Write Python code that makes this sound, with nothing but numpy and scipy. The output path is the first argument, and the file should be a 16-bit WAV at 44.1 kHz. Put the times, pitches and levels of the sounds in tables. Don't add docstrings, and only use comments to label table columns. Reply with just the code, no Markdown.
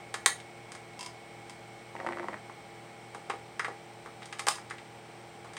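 import sys
import numpy as np
from scipy import signal
from scipy.fft import rfft, irfft
from scipy.io import wavfile
from scipy.ndimage import uniform_filter1d

SR = 44100
rng = np.random.default_rng(int(sys.argv[2]) if len(sys.argv) > 2 else 0)


def inscribe(sig):
    pcm = np.round(np.clip(np.atleast_2d(sig).T, -1, 1) * 32767)
    wavfile.write(sys.argv[1], SR, pcm.astype(np.int16))


N = 246283

# order, rms_db
SLOW_FAN_TONES = [(3, -60), (4, -63.5), (5, -66.5), (11, -62.5), (14, -65.5), (17, -83), (18, -68)]
# order, rms_db
FAST_FAN_TONES = [(1, -70), (2, -70), (3, -59.5), (4, -66), (7, -58.5), (12, -74.5), (17, -71.5),
                  (18, -73.5), (20, -69.5)]
# time_s, rms_db
WHINE_ENVELOPE = [(0, -59), (3.0, -62), (4.1, -70), (5.5, -69.5)]
# freq_hz, gain_db
AIR_SPECTRUM = [(25, -34), (42, -11.5), (68, -4.5), (110, -1), (290, 0.5), (520, 0), (790, 6), (1000, -2),
                (1600, -5), (2050, -5), (2250, -2), (2700, -9.5), (3200, -7.5), (5000, -38)]
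# freq_hz, gain_db
MIC_HISS_SPECTRUM = [(2000, -13), (4100, 6.5), (4800, 2), (5600, 4), (6300, -1.5), (6900, -3.5),
                     (7600, 2.5), (8900, 4), (9600, -8.5), (10700, -17.5), (12000, -24), (14200, -10),
                     (15700, -12)]
# freq_hz, gain_db
CHANNEL_HISS_SPECTRUM = [(40, -14), (200, 1), (4000, 18.5), (10000, 7.5)]
# freq_hz, gain_db
TICK_SPECTRUM = [(300, -66), (1000, 7), (2200, 2.5), (3100, 4.5), (4100, 2), (4900, 6), (5600, 4),
                 (6400, 4), (7500, 5), (8800, 9.5), (9700, 1.5), (10800, -8), (12500, -12.5), (16000, -14)]
# freq_hz, width_hz, gain_db
DESK_MODES = [(220, 44, 4), (348.3, 8.1, 15), (550, 18, 2), (700, 180, 1.5), (910, 94, 2.5),
              (1064, 45, 4.5), (1920, 190, 4.5)]
# freq_hz, width_hz, gain_db
SPRING_MODES = [(996, 24, 7.5), (2174, 49, -8), (2700, 37, -3.5), (3150, 200, -11.5), (4740, 69, -9),
                (5070, 78, -2), (5380, 55, -19)]
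# freq_hz, width_hz, gain_db
SHELL_MODES = [(454, 20, 3), (812, 80, 6), (1068, 44, 2.5), (1206, 86, -4), (1450, 31, -16.5),
               (1694, 38, 2.5), (1933, 41, 0), (2060, 86, 1.5), (2345, 37, -2), (3210, 230, -5),
               (3820, 180, -1), (4830, 470, -6), (6370, 250, -7), (8670, 440, -19)]
# start_s, drive_db, pitch_hz
DESK_KNOCKS = [ (1.9524, -38, 664), (1.9641, -40.5, 1690), (2.001, -36, 1460), (2.0104, -37.5, 740),
               (2.047, -35.5, 650), (2.0648, -28.5, 970), (2.071, -34, 1800), (2.0885, -29.5, 1060),
               (2.1073, -38.5, 1110), (2.123, -36, 1650), (2.132, -38.5, 1620), (2.1718, -35, 1170),
               (2.1855, -38, 1420), (2.197, -33.5, 1230), (2.2308, -40, 940), (2.2406, -38, 1100),
               (2.2847, -30.5, 1230), (2.332, -41, 1600), (2.342, -34, 1300), (2.497, -40, 990)]
# start_s, drive_db
SPRING_SLIPS = [(0.9923, -46.5), (1.009, -43.5), (1.029, -46), (1.047, -52), (1.062, -45), (1.4968, -51.5),
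                (3.595, -44.5), (4.511, -39), (4.556, -47.5)]
# start_s, clack_drive_db, hardness (0 plastic, 1 metal), pitch_hz
TOY_TOUCHES = [ (.1415, -27.5, 0.57, 1320), (0.4014, -45, 0.5, 2480), (.7198, -45, 0.88, 1060),
               (.750, -42, 0.66, 1020), (1.4967, -50.5, 0.74, 1400), (3.147, -36, 0.37, 1000),
               (3.2981, -27, 0.23, 1045), (3.2996, -32, 0, 2200), (3.338, -46, 0, 710),
               (3.595, -23.5, 0, 1550), (3.646, -27, 0.14, 1500), (3.657, -35, 0, 1620),
               (3.682, -34, 0.14, 950), (4.0596, -38.5, 0.17, 1150), (4.2205, -42, .3, 1580),
               (4.229, -45.5, 0.24, 3000), (4.257, -46.5, 0.84, 1200), (4.3264, -35, 0.5, 1730),
               (4.387, -48, 0.78, 1310), (4.394, -30, 0.65, 1610), (4.4685, -24, 0.58, 1170),
               (4.478, -26.5, 0.51, 1180), (4.5815, -41.5, 0.45, 1200), (4.7, -43, 0.69, 1500),
               (4.7085, -32.5, 0.23, 1520), (4.783, -42.5, 0.34, 2060), (5.447, -41.5, .3, 980),
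               (5.535, -48.5, 0.75, 1200), (5.5675, -36.5, 0.6, 1710)]
# start_s, clack_drive_db, tick_drive_db, pitch_hz
SLOT_SNAPS = [(0.2606, -18, -14, 1640), (4.4848, -28, -19, 1020)]

SLOW_FAN_HZ, FAST_FAN_HZ = 39.76, 115.42
WHINE_ORDER, WHINE_RUSH_DB, WHINE_WIDTH_HZ = 19, -8.5, 300
AIR_DB, MIC_HISS_DB, CHANNEL_HISS_DB = -52, -62, -78.5
ROOM_T60_S, CUTOFF_HZ = 0.22, 15900
FUMBLE_START_S, FUMBLE_END_S, PATS_PER_S, PAT_DRIVE_DB = 1.97, 2.35, 36, -41.5
THUD_RE_KNOCK_DB, SHAKE_RE_THUD_DB = -5.5, -12.5
TICK_RE_CLACK_DB, THUMP_RE_CLACK_DB = (-20, 8.5), (-0.5, -9.5)
CHATTER_S, CLACK_OCTAVES = (0.0072, 0.0055), (0.39, 0.98)
THUMP_DB_PER_OCTAVE = -21.5
SNAP_CHATTER_S, SNAP_OCTAVES, SNAP_THUMP_RE_CLACK_DB = 0.00091, 0.64, -17
REBOUND_LAG_S, REBOUND_DB, REBOUND_CHATTER_S = 0.002, -5.5, 0.0024


def from_db(db):
    return 10 ** (np.asarray(db) / 20)


def unit_rms(x):
    return x / np.sqrt(np.mean(x ** 2) + 1e-20)


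def curve_gain(spectrum, hz):
    table_hz, gain_db = np.transpose(spectrum)
    return from_db(np.interp(np.log(hz + 1), np.log(table_hz), gain_db))


def coloured_noise(spectrum):
    gain = curve_gain(spectrum, np.fft.rfftfreq(N, 1 / SR))
    return unit_rms(irfft(rfft(rng.standard_normal(N)) * gain, N))


def colour(x, spectrum, size=512):
    cepstrum = irfft(np.log(curve_gain(spectrum, np.fft.rfftfreq(size, 1 / SR))))
    causal_fold = 1 + np.sign(np.fft.fftfreq(size))
    impulse_response = irfft(np.exp(rfft(cepstrum * causal_fold)))
    return signal.lfilter(impulse_response, [1], x)


def whiten(x, smooth_hz):
    spectrum = rfft(x, 2 * len(x))
    bins = max(1, round(smooth_hz * 2 * len(x) / SR))
    power = uniform_filter1d(np.abs(spectrum) ** 2, bins)
    return irfft(spectrum / np.sqrt(power + 1e-12))[:len(x)]


def band(x, hz, octaves):
    edges_hz = [hz / 2 ** octaves, min(hz * 2 ** octaves, SR / 2 - 1000)]
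    return signal.sosfilt(signal.butter(2, edges_hz, "band", fs=SR, output="sos"), x)


def resonate(x, hz, width_hz):
    radius = np.exp(-np.pi * width_hz / SR)
    numerator = np.array([1, 0, -1]) * (1 - radius ** 2) / 2
    denominator = [1, -2 * radius * np.cos(2 * np.pi * hz / SR), radius ** 2]
    return signal.lfilter(numerator, denominator, x + 1e-18)


def ring(force, modes):
    return sum(from_db(db) * resonate(force, hz, width_hz) for hz, width_hz, db in modes)


def add(track, start_s, burst, level_db):
    start = round(start_s * SR)
    scaled = burst / np.linalg.norm(burst) * np.sqrt(SR / 100) * from_db(level_db)
    track[start:start + len(scaled)] += scaled[:N - start]


def room(x, wet_db):
    t = np.arange(SR // 2) / SR
    echoes = whiten(rng.standard_normal(len(t)) * from_db(-60 * t / ROOM_T60_S), smooth_hz=125.5)
    echoes *= 1 - np.exp(-(t / 0.0021) ** 2)
    return x + from_db(wet_db) * signal.fftconvolve(x, echoes / np.linalg.norm(echoes))[:N]


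def wavering_tone(hz, wander_hz):
    knots_s = np.arange(0, N / SR + 1, 0.05)
    drift = np.interp(np.arange(N) / SR, knots_s, rng.standard_normal(len(knots_s)))
    cycles = np.cumsum(hz + wander_hz * drift) / SR + rng.random()
    return np.sqrt(2) * np.sin(2 * np.pi * cycles)


def whine():
    hz = WHINE_ORDER * FAST_FAN_HZ
    rush = unit_rms(band(rng.standard_normal(N), hz, octaves=np.log2(1 + WHINE_WIDTH_HZ / hz)))
    level_db = np.interp(np.arange(N) / SR, *np.transpose(WHINE_ENVELOPE))
    return from_db(level_db) * (wavering_tone(hz, wander_hz=2.81) + from_db(WHINE_RUSH_DB) * rush)


def fans():
    hum = np.zeros(N)
    for shaft_hz, tones in (SLOW_FAN_HZ, SLOW_FAN_TONES), (FAST_FAN_HZ, FAST_FAN_TONES):
        for order, rms_db in tones:
            hz = order * shaft_hz
            hum += from_db(rms_db) * wavering_tone(hz, wander_hz=0.084 * np.sqrt(hz))
    return hum + whine() + from_db(AIR_DB) * coloured_noise(AIR_SPECTRUM)


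def contact(chatter_s, impulse_db):
    t = np.arange(SR // 12) / SR
    chatter = rng.standard_normal(len(t)) * np.exp(-t / chatter_s)
    impulse = from_db(impulse_db) * (t == 0)
    return whiten(chatter / np.linalg.norm(chatter) + impulse, smooth_hz=60)


def tick(chatter_s, impulse_db, strength_db):
    top_hz = np.interp(strength_db, [-42, -15], [10500, 17000])
    burst = colour(contact(chatter_s, impulse_db), TICK_SPECTRUM)
    return signal.sosfilt(signal.butter(4, top_hz, fs=SR, output="sos"), burst)


def finger_pats():
    slots_s = np.arange(FUMBLE_START_S, FUMBLE_END_S, 1 / PATS_PER_S)
    return [(slot_s + rng.random() / PATS_PER_S, PAT_DRIVE_DB) for slot_s in slots_s]


def desk():
    force = np.zeros(N)
    for start_s, knock_db, hz in DESK_KNOCKS:
        add(force, start_s, band(contact(0.0019, impulse_db=-0.5), hz, octaves=0.49), knock_db)
        add(force, start_s, tick(0.0026, impulse_db=-14, strength_db=knock_db - 24), knock_db - 23)
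    thuds = [(start_s, knock_db + THUD_RE_KNOCK_DB) for start_s, knock_db, _ in DESK_KNOCKS]
    for start_s, thud_db in thuds + finger_pats():
        thud = band(contact(0.0071, impulse_db=-3), hz=460, octaves=0.84)
        shake = band(contact(0.0092, impulse_db=-21), hz=151, octaves=0.77)
        add(force, start_s, thud, thud_db)
        add(force, start_s, shake, thud_db + SHAKE_RE_THUD_DB)
    return from_db(-8) * (force + ring(force, DESK_MODES))


def spring():
    force = np.zeros(N)
    for start_s, slip_db in SPRING_SLIPS:
        add(force, start_s, contact(0.0022, impulse_db=9), slip_db)
    return from_db(20) * ring(force, SPRING_MODES)


def touches():
    for start_s, clack_db, hardness, hz in TOY_TOUCHES:
        tick_db = clack_db + np.interp(hardness, [0, 1], TICK_RE_CLACK_DB)
        thump_db = clack_db + np.interp(hardness, [0, 1], THUMP_RE_CLACK_DB)
        thump_db += THUMP_DB_PER_OCTAVE * np.log2(hz / 1000)
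        octaves = np.interp(hardness, [0, 1], CLACK_OCTAVES)
        chatter_s = np.interp(hardness, [0, 1], CHATTER_S)
        yield start_s, clack_db, tick_db, thump_db, hz, octaves, chatter_s


def snaps():
    for start_s, clack_db, tick_db, hz in SLOT_SNAPS:
        thump_db = clack_db + SNAP_THUMP_RE_CLACK_DB
        yield start_s, clack_db, tick_db, thump_db, hz, SNAP_OCTAVES, SNAP_CHATTER_S
        yield (start_s + REBOUND_LAG_S, clack_db + REBOUND_DB, tick_db + REBOUND_DB,
               thump_db + REBOUND_DB, hz, SNAP_OCTAVES, REBOUND_CHATTER_S)


def toy():
    force = np.zeros(N)
    for start_s, clack_db, tick_db, thump_db, hz, octaves, chatter_s in [*touches(), *snaps()]:
        add(force, start_s, band(contact(chatter_s, impulse_db=-23.5), hz, octaves), clack_db)
        add(force, start_s, tick(chatter_s, impulse_db=-5, strength_db=tick_db), tick_db)
        add(force, start_s, band(contact(0.016, impulse_db=1), hz=427, octaves=0.32), thump_db)
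    for start_s, slip_db in SPRING_SLIPS:
        add(force, start_s, tick(0.0071, impulse_db=-9, strength_db=slip_db), slip_db + 5.5)
    return from_db(-7.5) * (force + ring(force, SHELL_MODES))


def scene():
    handling = room(toy() + spring(), wet_db=-5) + room(desk(), wet_db=-7.5)
    mono = handling + fans() + from_db(MIC_HISS_DB) * coloured_noise(MIC_HISS_SPECTRUM)
    return np.array([mono, mono])


def record(dry):
    hiss = np.array([coloured_noise(CHANNEL_HISS_SPECTRUM) for _ in dry])
    low_pass = signal.ellip(10, 0.1, 80, CUTOFF_HZ, fs=SR, output="sos")
    return signal.sosfilt(low_pass, dry + from_db(CHANNEL_HISS_DB) * hiss)


dry = scene()
out = record(dry)
inscribe(out)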